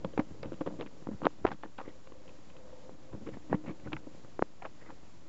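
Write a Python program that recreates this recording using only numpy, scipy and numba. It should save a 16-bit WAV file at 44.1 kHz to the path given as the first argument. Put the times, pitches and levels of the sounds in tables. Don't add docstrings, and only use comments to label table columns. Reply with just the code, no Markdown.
import sys
import numpy as np
from scipy import signal
from scipy.fft import rfft, irfft
from scipy.io import wavfile
from scipy.ndimage import uniform_filter1d
from numba import njit

SR = 44100
rng = np.random.default_rng(int(sys.argv[2]) if len(sys.argv) > 2 else 0)


def transcribe(u):
    v = np.clip(np.atleast_2d(u).T, -1, 1)
    q = np.round(v * 32767).astype(np.int16)
    wavfile.write(sys.argv[1], SR, q)


def gain_from_db(level_db):
    decades = np.asarray(level_db, float) / 20
    return 10 ** decades


N = 233107

# time in seconds, groan level in dB.
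LOAD_CURVE = [(0, -52), (.3, -56), (.7, -54.5), (1.09, -56.5), (1.45, -60.5), (1.9, -63.5), (2.9, -59.5),
              (3.55, -59), (3.99, -58), (4.64, -64), (5.29, -63)]


@njit
def band(x, hz, width):
    y, b, l = np.empty(len(x)), 0., 0.
    g, k = np.tan(np.pi * hz / SR), width / hz
    for i in range(len(x)):
        v = (b + g * (x[i] - l)) / (1 + g * (g + k))
        b, l, y[i] = 2 * v - b, l + 2 * g * v, k * v
    return y


def steep(x, hz, width):
    once = band(x, 1. * hz, 1. * width)
    return band(once, 1. * hz, 1. * width)


@njit
def follow(x, attack, release):
    y, e = np.empty(len(x)), 0.
    for i in range(len(x)):
        e += (abs(x[i]) - e) * (attack if abs(x[i]) > e else release)
        y[i] = e
    return y


def unit(x):
    return x / np.sqrt(np.mean(x ** 2))


def fall_by_8_db(t, ms):
    return gain_from_db(-8 * t / (ms / 1000))


def swells(table):
    t = np.arange(N) / SR
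    return sum(gain_from_db(db) * np.exp(-(2 * (t - s) / length) ** 2) for s, length, db in table)


def grains(rate_hz, spread_db):
    happens, sign, size = rng.random((3, N))
    return (happens < rate_hz / SR) * np.sign(sign - .5) * gain_from_db(-spread_db * np.log(1 - size))


def frame(x):
    # pitch in Hz, level in dB, time to fall 60 dB in seconds.
    members = [(183.45, 3, 0.0388), (267, -3.5, 0.061), (300.84, 3.5, 0.085), (466.1, 0, 0.06),
               (526.7, 3, 0.061), (610, -18.5, 0.2), (930, -6, 0.04)]
    return sum(gain_from_db(db) * band(x, 1. * hz, np.log(1000) / np.pi / t60) for hz, db, t60 in members)


def bracket(x):
    # centre in Hz, width in Hz, level in dB.
    modes = [(790, 589, 13), (1178.7, 503, 15.5), (1915, 400, 8), (2930, 420, -2.5), (3510, 540, -8),
             (4240, 880, -13.5)]
    return sum((-1) ** k * gain_from_db(db) * steep(x, hz, 1.41 * w) for k, (hz, w, db) in enumerate(modes))


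def hiss():
    # frequency in Hz, density in dB per Hz.
    spectrum = [(20, -18.5), (60, -6), (200, -12), (600, -20.5), (1300, -27), (4000, -30.5), (6800, -32.5),
                (7900, -26)]
    level_db, flutter_db, flutter_s, per_load_db = -56.5, 0.8447, .07, 0.1121
    whine_hz, whine_db = 6667, -86.5
    t = np.arange(N) / SR
    hz = np.maximum(np.arange(N // 2 + 1) * SR / N, 1)
    at_hz, density_db = np.transpose(spectrum)
    shape = gain_from_db(np.interp(np.log(hz), np.log(at_hz), density_db))
    noise = unit(irfft(rfft(rng.standard_normal(N)) * shape, N))
    span = int(flutter_s * SR)
    steps = np.repeat(rng.standard_normal(N // span + 1), span)[:N]
    flutter = unit(uniform_filter1d(steps, span // 2))
    load_db = np.interp(t, *np.transpose(LOAD_CURVE))
    noise *= gain_from_db(flutter_db * flutter + per_load_db * (load_db - load_db.mean()))
    return gain_from_db(level_db) * noise + gain_from_db(whine_db) * np.sqrt(2) * np.sin(2 * np.pi * whine_hz * t)


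def creep():
    # middle in seconds, length in seconds, level in dB.
    heaves = [(.06, 0.065, -52.5), (.19, 0.052, -52), (.46, 0.128, -51), (.54, 0.0183, -55.5),
              (1.14, 0.04623, -48), (1.26, 0.034, -44.5), (1.46, 0.074, -43.5), (1.88, 0.132, -58.5),
              (3.14, 0.051, -52), (3.22, 0.057, -58.5), (3.34, 0.095, -51.5), (3.54, 0.0385, -40.5),
              (3.69, 0.14, -54), (.33, 0.13, -58), (4.24, 0.185, -65.5), (3.87, 0.051, -45.5),
              (3.95, 0.05, -45.5), (4.43, 0.12, -63.5), (4.67, 0.103, -56.5)]
    # middle in seconds, length in seconds, level in dB.
    singing = [
        (1.9, 0.18, -59.5),
        (2.13, 0.155, -60.5),
        (2.28, 0.129, -55.5),
        (2.56, 0.118, -56),
        (2.71, 0.1315, -53.5),
        (2.85, 0.202, -58),
        (3.09, 0.12, -61.5),
    ]
    # middle in seconds, length in seconds, level in dB.
    singing_low = [
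        (3.57, 0.214, -52.5),
        (3.7, 0.118, -46.5),
        (3.89, 0.152, -50.5),
        (4.08, 0.06, -57),
    ]
    grit_db, sway_under_load_db = -71, -11
    load = gain_from_db(np.interp(np.arange(N) / SR, *np.transpose(LOAD_CURVE)))
    soft = steep(grains(rate_hz=550, spread_db=2.5), 300, 600)
    groan = unit(band(soft, 200.0, 240.0) + frame(soft))
    grit = unit(bracket(grains(rate_hz=1500, spread_db=0.5)))
    sway = unit(steep(grains(rate_hz=190, spread_db=2.5), 105, 150))
    heave = swells(heaves) + gain_from_db(sway_under_load_db) * load
    push = steep(grains(rate_hz=360, spread_db=1.0), 642, 850)
    hum = unit(band(push, 518.2, 17.9) + 0.246 * band(push, 582.0, 23.0) + 0.089 * band(push, 880.0, 60.0))
    low_hum = unit(band(push, 307.83, 4.6))
    sung = swells(singing) * hum + swells(singing_low) * low_hum
    return load * groan + gain_from_db(grit_db) * grit + heave * sway + sung


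def rasps():
    # middle in seconds, length in seconds, level in dB, colour in Hz.
    scrapes = [(.137, .012, -62, 3000), (.198, .008, -42, 1900), (.43, .006, -51, 4600),
               (.815, .05, -58, 2600), (.87, .025, -59, 1800), (1.243, .058, -48, 1360),
               (1.475, .035, -52, 2800), (1.478, .012, -43, 1900), (1.52, .023, -47, 1530),
               (1.645, .05, -60, 1800), (1.783, .014, -57, 3200), (1.84, .16, -62, 1100),
               (1.86, .03, -63, 2000), (1.884, .012, -55, 2050), (1.89, .012, -58, 3300),
               (1.905, .03, -63, 2000), (3.275, .04, -62, 2100), (3.343, .045, -59, 2000),
               (3.533, .081, -54, 1890), (3.548, .019, -57, 2130), (3.69, .08, -52.5, 2150),
               (3.855, .04, -61, 2050), (3.871, .03, -57, 1500), (3.932, .003, -53, 5800),
               (3.936, .024, -53, 2400), (4.623, .02, -54, 1880), (4.653, .024, -52, 1840),
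               (4.82, .05, -61, 1900), (4.875, .07, -62, 2000)]
    bracket_db, relative_width = -4.0, 0.254
    t = np.arange(N) / SR
    grit = grains(rate_hz=5400, spread_db=3.5)
    broad = unit(bracket(grit))
    out = np.zeros(N)
    for s, length, db, hz in scrapes:
        here = slice(int((s - length) * SR), int((s + length) * SR))
        swell = np.exp(-4 * ((t[here] - s) / (length / 2)) ** 2)
        patch = unit(steep(grit[here], hz, relative_width * hz))
        out[here] += gain_from_db(db) * swell * (patch + gain_from_db(bracket_db) * broad[here])
    return out


def snaps():
    # start in seconds, peak in dB, colour in Hz, time to fall 8 dB in ms
    rust_breaks = [(0.0468, -38, 2660, 2.5), (0.177, -36.5, 2460, 2.5), (0.1934, -35, 2280, 3),
                   (0.1965, -35.5, 2050, 1.5), (0.2026, -58, 2270, 6.5), (0.2078, -59.5, 2560, 1.5),
                   (0.4309, -39.5, 2480, 2.2), (0.435, -54, 2510, 1.4), (0.4412, -54.5, 2680, 7),
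                   (0.4567, -49, 2800, 3.5), (0.5188, -49, 2440, -1.5), (0.5308, -49, 2770, 1.9),
                   (0.6077, -47, 2880, 2.5), (0.6139, -46.5, 2990, 0.14), (0.6636, -53.5, 2950, 4.5),
                   (0.6667, -50.5, 3230, 8), (0.6738, -48.5, 3290, 1.66), (0.6775, -50.5, 2770, 1.45),
                   (0.7955, -45.5, 2530, 1), (0.7998, -51, 2940, 2.4), (0.8099, -32, 2710, 1.06),
                   (0.8221, -42, 2830, 1.5), (0.861, -45, 2480, 4), (0.8691, -52.5, 2780, 2.5),
                   (1.0707, -52, 2730, 0.54), (1.2321, -50.5, 2640, 5), (1.2389, -55, 2760, 3.5),
                   (1.2466, -43, 2790, 1), (1.2532, -33, 3000, 3), (1.2601, -45, 2670, 7.5),
                   (1.459, -51.5, 2550, 1.0), (1.4671, -27.5, 2280, 0.46), (1.4716, -46, 2310, 4),
                   (1.4751, -33.5, 2400, 2.5), (1.4857, -42, 2380, 2.7), (1.5058, -39.5, 2330, -0.2),
                   (1.5155, -40.5, 2120, 2.5), (1.5347, -49.5, 2840, 2.02),
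                   (1.6275, -49, 3100, 5.9), (1.6339, -47, 2410, 2.2), (1.6481, -49, 3240, 0.8),
                   (1.781, -49.5, 2760, 5.9), (1.785, -41.5, 2370, 2.3), (1.7981, -56.5, 2750, 4.8),
                   (1.8133, -55.5, 2580, 3.1), (1.8772, -52, 2660, 1.1), (1.8828, -55.5, 2430, 2.7),
                   (1.889, -56, 3120, 4.9), (2.0723, -48, 2850, 3.0), (2.1221, -50.5, 2840, 0.7),
                   (2.2777, -50, 3020, 3.3), (2.2915, -48.5, 2830, 3.0), (2.5003, -51.5, 2810, 2.9),
                   (2.5655, -51, 3040, 2.8), (3.1288, -56, 2760, 3.7), (3.2641, -50, 2340, 5.9),
                   (3.2699, -54.5, 2340, 5.9), (3.2731, -47, 2310, 1.2), (3.2882, -46.5, 2230, 1.5),
                   (3.295, -52, 2800, 1.8), (3.3387, -52, 2350, 5.9), (3.5135, -48, 2230, 1.2),
                   (3.5196, -53, 2160, 5.9), (3.543, -43, 2080, 4.7), (3.5499, -51, 2670, 1.1),
                   (3.5526, -51, 2450, 3.5), (3.667, -50.5, 2370, 5.9), (3.6725, -47.5, 2620, 0.6),
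                   (3.6751, -60, 2710, 1.2), (3.6841, -41, 2290, 0.9), (3.6909, -44.5, 2130, 2.8),
                   (3.6985, -55.5, 2380, 2.3), (3.7042, -56.5, 2490, 1.8), (3.7081, -51, 2630, 5.9),
                   (3.7979, -51.5, 2520, 3.2), (3.874, -51, 2410, 3.0), (3.9288, -37, 2360, 5.9),
                   (3.9315, -25, 2700, 0.7), (3.9385, -54, 2590, 1.0), (3.966, -36.5, 2110, 2.5),
                   (4.6223, -42, 2120, 2.7), (4.6339, -54.5, 2380, 2.5), (4.6507, -44, 2210, 5.9),
                   (4.6568, -37.5, 2170, 1.4)]
    spray, width, ring, ring_db, level_db = 0.55, 0.43, 0.21, 5.5, -0.5
    t = np.arange(1024) / SR
    out = np.zeros(N + len(t))
    for (s, db, hz, ms), grit in zip(rust_breaks, rng.standard_normal((128, len(t)))):
        burst = spray * min(ms / 2, 1) * grit * fall_by_8_db(t, ms)
        burst[8] += 1.5
        burst = band(burst, 1. * hz, width * hz) + gain_from_db(ring_db) * band(burst, 0.926 * hz, ring * hz)
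        limits = signal.butter(4, [hz / 2, 1.499 * hz], "bandpass", fs=SR, output="sos")
        burst = signal.sosfilt(limits, burst)
        i = int(s * SR)
        out[i:i + len(t)] += gain_from_db(db + level_db) * burst / np.abs(burst).max()
    return out[:N]


def clinks():
    # start in seconds, peak in dB, pitch in Hz, time to fall 8 dB in
    # ms.
    taps = [(0.0494, -30, 870, 0.94), (0.0531, -40, 958, 4), (0.1791, -27.5, 840, 1),
            (0.1832, -36, 993, 3.5), (0.6734, -27, 900, 1.05), (0.6776, -34, 780, 0.32),
            (1.2346, -47, 1160, 4.5), (1.2466, -29, 1127, 2.66), (1.2775, -38.5, 862, 1.5),
            (1.4604, -32.5, 792, 4.5), (1.7829, -43.5, 1520, 5.5), (1.8001, -34, 774, 0.5),
            (1.8043, -32, 930, 1.5), (1.8105, -42.5, 1223, 3.5), (3.2682, -42.5, 1205, 2.32),
            (3.5334, -32, 827, 3), (3.6922, -40, 1154, 2.56), (3.874, -45, 1485, 5.0),
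            (3.9193, -40, 857, 4), (3.9377, -44.5, 895, 1.5), (4.621, -39, 772, 4.5),
            (4.6316, -46.5, 1066, 2.93), (4.6474, -43.5, 1401, 6), (4.6642, -38.5, 820, 3),
            (.0468, -27.5, 878, 1.8),
        (.1973, -27, 864, 2.43),
        (1.6342, -33.5, 855, 2.17),
        (3.5299, -29, 1153, 2.66),
        (3.966, -34.5, 1380, 1.64),
        (4.6579, -40.5, 1107, 2.1),
    ]
    level_db, rise_s = 1.5, 0.00036
    t = np.arange(1024) / SR
    out = np.zeros(N + len(t))
    for s, db, hz, ms in taps:
        i = int(s * SR)
        envelope = (1 - np.exp(-t / rise_s)) * fall_by_8_db(t, ms)
        out[i:i + len(t)] += gain_from_db(db + level_db) * envelope * np.sin(2 * np.pi * hz * t)
    return out[:N]


def judder_beats():
    # start in seconds, length in seconds, knock peak in dB, knock pitch in Hz, crack over knock in dB.
    runs = [(.2015, 0.0116, -37.5, 298, -22), (.4645, 0.013, -48.5, 210, -28), (.54, .006, -39, 348, -11),
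            (.68, 0.0476, -41, 280, -15), (.751, 0.0112, -42.5, 225, -25), (.835, 0.0137, -49.5, 200, -24),
            (1.0774, 0.0216, -39, 270, -31.5), (1.226, 0.0154, -32, 293, -11.5),
            (1.531, 0.015, -45.5, 240, -2.5), (3.162, 0.01557, -44, 240, -31),
            (3.3374, 0.0193, -45.5, 305, 0), (3.558, 0.0118, -47, 284, -30),
            (3.6468, .016, -45.5, 370, -23.5), (3.6604, 0.0177, -41, 326.5, -6.5),
            (3.678, 0.0155, -33, 327.6, -10.5), (3.696, 0.0221, -38, 256, -10.5),
            (3.8935, 0.0113, -48, 260, -29.5), (4.625, 0.039, -47.5, 380, -20),
            (4.8208, 0.083, -56.5, 380, 4), (4.8896, 0.0085, -45.5, 290, 2)]
    gap_s, uneven, arch_db, scatter_db, detune, fall_ms = .0078, .25, 3, -0.5, 0.14, 4.245
    rows = []
    for (s, length, db, hz, rel_db), chance in zip(runs, rng.standard_normal((len(runs), 16, 3))):
        late_s = gap_s * (np.arange(len(chance)) + uneven * (chance[:, 0] - chance[0, 0]))
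        for d, (_, a, b) in zip(late_s, chance):
            if d < length:
                beat_db = db + arch_db * np.sin(np.pi * d / length) + scatter_db * a
                rows.append((s + d, beat_db, hz * np.exp(detune * b), rel_db, fall_ms))
    return rows


def all_slips():
    # start in
    # seconds, knock peak in dB, knock pitch in Hz, crack over knock in dB, time to fall 8 dB in ms.
    single_slips = [(.0462, -23.5, 197.7, -22, 4.5), (.0455, -23, 548.4, -6, 2.5),
                    (.1345, -44, 440.6, -3.5, 7), (.1762, -19, 442, -7, 3), (.1913, -18, 236.3, -13, 3),
                    (.1931, -24.5, 204, -6.5, 5.5), (.197, -28, 557.4, -20, 7.5), (.3484, -46.5, 410, -15, 6),
                    (.43, -31.5, 543, -5, 4.5), (.4442, -43.5, 503.6, -12, 17), (.4564, -27, 291, -26.5, 3),
                    (.4816, -49, 410, -12.5, 5.5), (.52, -22.5, 358, -29.5, 2.5), (.5312, -31, 300, -30, 3),
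                    (.6085, -24.5, 310.4, -13, 3.5), (.6105, -29.5, 517, -30, 5.5),
                    (.6155, -33.5, 296, -32.5, 2.5), (.6616, -29, 382, -16, 10), (.674, -26.5, 366, -2, 3),
                    (.7401, -28.5, 270, -28.5, 1.5), (.7885, -35.5, 277, -22.5, 8),
                    (.7978, -31, 407, -17.5, 3), (.8098, -31, 419, -4.5, 5.5), (.8225, -33.5, 427, -20, 6),
                    (.8619, -31.5, 310, -7, 1.7),
                    (1.0234, -38, 245, -10, 3.3), (1.07, -23.5, 304, -9.5, 1.57),
                (1.112, -38.5, 211.6, -17, 15), (1.13, -41, 185, -15, 4.9), (1.2454, -33.5, 371, -9.5, 5.8),
                (1.2533, -22, 378, 1, 3.24), (1.2564, -15.5, 338.4, -7, 2.02),
                (1.4422, -38.5, 360.3, -9, 45.4), (1.4652, -32, 1093, 6, 4.6),
                (1.4742, -32.5, 603, -5.5, 5.2), (1.486, -33.5, 810, 4.5, 3.5), (1.5055, -37, 720, 8, 3.4),
                (1.5162, -31, 790, -14, 5.64), (1.5259, -36.5, 198.5, -23, 6.9),
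                (1.6338, -30.5, 930, 4.5, 2.52), (1.6405, -41.5, 521, -12, 3.13),
                (1.6501, -42, 319, -18, 9), (1.6584, -33.5, 610, -2, 0.93),
                (1.7861, -32.5, 803, -2.5, 4.57), (1.7965, -40.5, 808, -5.5, 10.4),
                (1.8062, -43, 300, -12, 2.8), (1.8126, -39.5, 676, -15.5, 4.5),
                (1.8569, -49.5, 394.4, -8, 12), (1.8775, -37.5, 374.3, -26, 7.5),
                    (3.1318, -39, 356.4, -25.5, 8.7), (3.1494, -35, 248, -19, 2.27),
                  (3.212, -45, 228, -30.5, 24.5), (3.261, -39.5, 250, -18, 6.7),
                  (3.272, -36, 312.2, -19, 14.3), (3.2896, -26, 355, -20.5, 1.41),
                  (3.37, -31, 236.5, -10, 2.97), (3.4965, -40.5, 268.7, -15.5, 20),
                  (3.5131, -35.5, 198.4, -25.5, 13.2), (3.5188, -37, 218.7, -20, 12.7),
                  (3.543, -19, 204.7, -11.5, 4.02), (3.5512, -27, 318, -20.5, 2.27),
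                  (3.6381, -40.5, 214, -6, 5.6), (3.8595, -34.5, 231.6, -28.5, 6.3),
                  (3.8704, -39.5, 330, -1.5, 6), (3.92, -43, 855.4, -13.5, 11.6),
                  (3.9304, -29.5, 323, -0.5, 5.2), (3.965, -36.5, 869, 4.5, 4.24),
                  (3.989, -47, 310, -12.5, 4.8), (4.069, -39, 256, -36, 6.1), (4.416, -40, 231, -9, 6.65),
                  (4.6205, -43.5, 701, -3.5, 11.8), (4.651, -38, 639.4, -2.5, 9.23),
                  (4.9025, -41, 859, -8, 5.3), (4.912, -47, 540, -27, 8.55), (1.7845, -44, 246, -27.5, 7.2),
                  (1.512, -41.5, 221.8, -26.5, 7.4), (1.633, -41.5, 419, -26, 5.2)]
    # start in seconds, knock peak in dB.
    dry_ticks = [(1.304, -52), (2.0714, -44.5), (2.1199, -43.5), (2.278, -50), (2.29, -52), (2.387, -53.5),
                 (2.499, -54.5), (2.5646, -47.5), (2.583, -57.5), (3.127, -48.5), (3.7979, -52.5),
                 (4.2461, -45.5)]
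    tick_hz, tick_crack_db, tick_fall_ms = 372.6, 3, 4.13
    mid_hz, mid_db, octaves_per_db, octaves_per_sharp_db, detune = 1613, -39, 0.21, 0.19, 0.059
    rows = single_slips
    rows = rows + [(s, db, tick_hz, tick_crack_db, tick_fall_ms) for s, db in dry_ticks]
    rows = rows + judder_beats()
    coloured = []
    for row, patch in zip(rows, np.exp(detune * rng.standard_normal(256))):
        db, rel_db = row[1], row[3]
        octaves = octaves_per_db * (mid_db - db - rel_db) + octaves_per_sharp_db * (rel_db + 12)
        coloured.append(row + (patch * mid_hz * 2 ** np.clip(octaves, -1, 1),))
    return coloured


def slips():
    rise_s, rough, chatter = 0.000697, 0.4795, 0.444
    own_db, crack_db, thump_db = -7.0, 5.0, 2.0
    t = np.arange(4096) / SR
    knock, crack, colour = np.zeros((3, N + len(t)))
    grit = unit(grains(rate_hz=6000, spread_db=1.0))
    judder = unit(grains(rate_hz=700, spread_db=0.5))
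    for s, db, hz, rel_db, ms, crack_hz in all_slips():
        here = int(s * SR) + np.arange(len(t))
        ms = max(ms, .7)
        fall = fall_by_8_db(t, ms)
        loose = rough * min(ms / 4, 1)
        shake = unit(steep(np.take(judder, here, mode="wrap"), hz, 1.39 * hz))
        swing = (1 - 0.717 * loose) * np.sin(2 * np.pi * hz * t + 0.682) + loose * shake
        swing += 0.26 * np.exp(-t / 0.0014) * np.sin(2 * np.pi * 1.9 * hz * t)
        knock[here] += gain_from_db(db) * (1 - np.exp(-(t / rise_s) ** 2)) * fall * swing
        spray = min(chatter * ms / 5, 1) * fall ** 1.64 * np.take(grit, here, mode="wrap")
        spray *= 1 - np.exp(-t / 0.0007)
        spray[24] += 1.8
        crack[here] += gain_from_db(db + rel_db) * steep(spray, crack_hz, 2.62 * crack_hz)
        colour[here] += gain_from_db(db + rel_db + own_db) * steep(spray, crack_hz, 410)
    knock = knock[:N]
    body = frame(knock) + gain_from_db(thump_db) * steep(knock, 140, 170)
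    crack = bracket(crack[:N]) + colour[:N]
    dull = signal.sosfilt(signal.butter(3, 1900, fs=SR, output="sos"), crack)
    return knock + body + gain_from_db(crack_db) * (dull + gain_from_db(-16) * crack)


def pops():
    # start in seconds, peak in dB, pitch in Hz, time to fall 8 dB in ms, starting pitch rise.
    outwards = [
        (1.2676, -3, 462.5, 1.03, 1.454),
        (1.4503, -10.5, 362, 2, 0.893),
        (1.4534, -4.5, 461.7, 0.63, 1.08),
        (2.8938, -33, 382, 1.1, 0.56),
        (4.3926, -21, 350.4, 2.5, 2.91),
        (4.4236, -9, 330, 1.5, 3.59),
    ]
    # start in seconds, peak in dB, pitch in Hz, time to fall 8 dB in ms, starting pitch rise.
    inwards = [
        (1.2183, -25.5, 495, 1.01, 0.97),
        (3.5277, -18, 591, 0.417, 1.05),
        (3.5288, -11.5, 292, 1.4, 2.12),
    ]
    sag_s, rise_s, overshoot_s = 0.000455, 0.0003702, 0.00095
    ring_db, shove_db, shove_s = -19.5, -26.5, 0.0084
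    t = np.arange(4096) / SR
    shove = gain_from_db(shove_db) * t / shove_s * np.exp(-t / shove_s)
    attack = 1 - np.exp(-(t / rise_s) ** 2)
    out = np.zeros(N + len(t))
    for (s, db, hz, ms, rise), direction in [(p, 1) for p in outwards] + [(p, -1) for p in inwards]:
        turns = hz * (t + rise * sag_s * (1 - np.exp(-t / sag_s)))
        swing = fall_by_8_db(t, ms) * np.sin(2 * np.pi * turns)
        swing *= 1 + np.exp(-(t / overshoot_s) ** 2)
        i = int(s * SR)
        out[i:i + len(t)] += gain_from_db(db) * attack * (direction * swing + (direction > 0) * shove)
    out = out[:N]
    blunt = signal.sosfilt(signal.butter(3, 2400, fs=SR, output="sos"), out)
    blunt = blunt + gain_from_db(3.0) * steep(out, 4700, 2300)
    return blunt + gain_from_db(ring_db) * frame(blunt)


def scene():
    mount = creep() + rasps() + snaps() + clinks() + slips()
    softened = signal.sosfilt(signal.butter(2, 6500, fs=SR, output="sos"), mount)
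    return (softened + pops())[None, :]


def band_limit(x):
    return signal.sosfilt(signal.butter(12, 8040, fs=SR, output="sos"), x)


def record(dry):
    offset, top_hz = -.0072, 7950
    slow_duck_db, slow_duck_s = -1, 0.18
    x = dry[0] + hiss() + offset
    peak = follow(x, 0.0475, 1 / (0.015 * SR))
    x = x * np.minimum(gain_from_db(-14.5) / (peak + 1e-9), 1) ** 0.58
    slow_peak = follow(dry[0], 0.017, 1 / (slow_duck_s * SR))
    x = offset + (x - offset) * gain_from_db(slow_duck_db * np.tanh(slow_peak / gain_from_db(-22.5)))
    x = signal.sosfiltfilt(signal.cheby2(12, 40, top_hz + 200, fs=SR, output="sos"), x)
    return band_limit(x[None, :])


dry = scene()
out = record(dry)
transcribe(out)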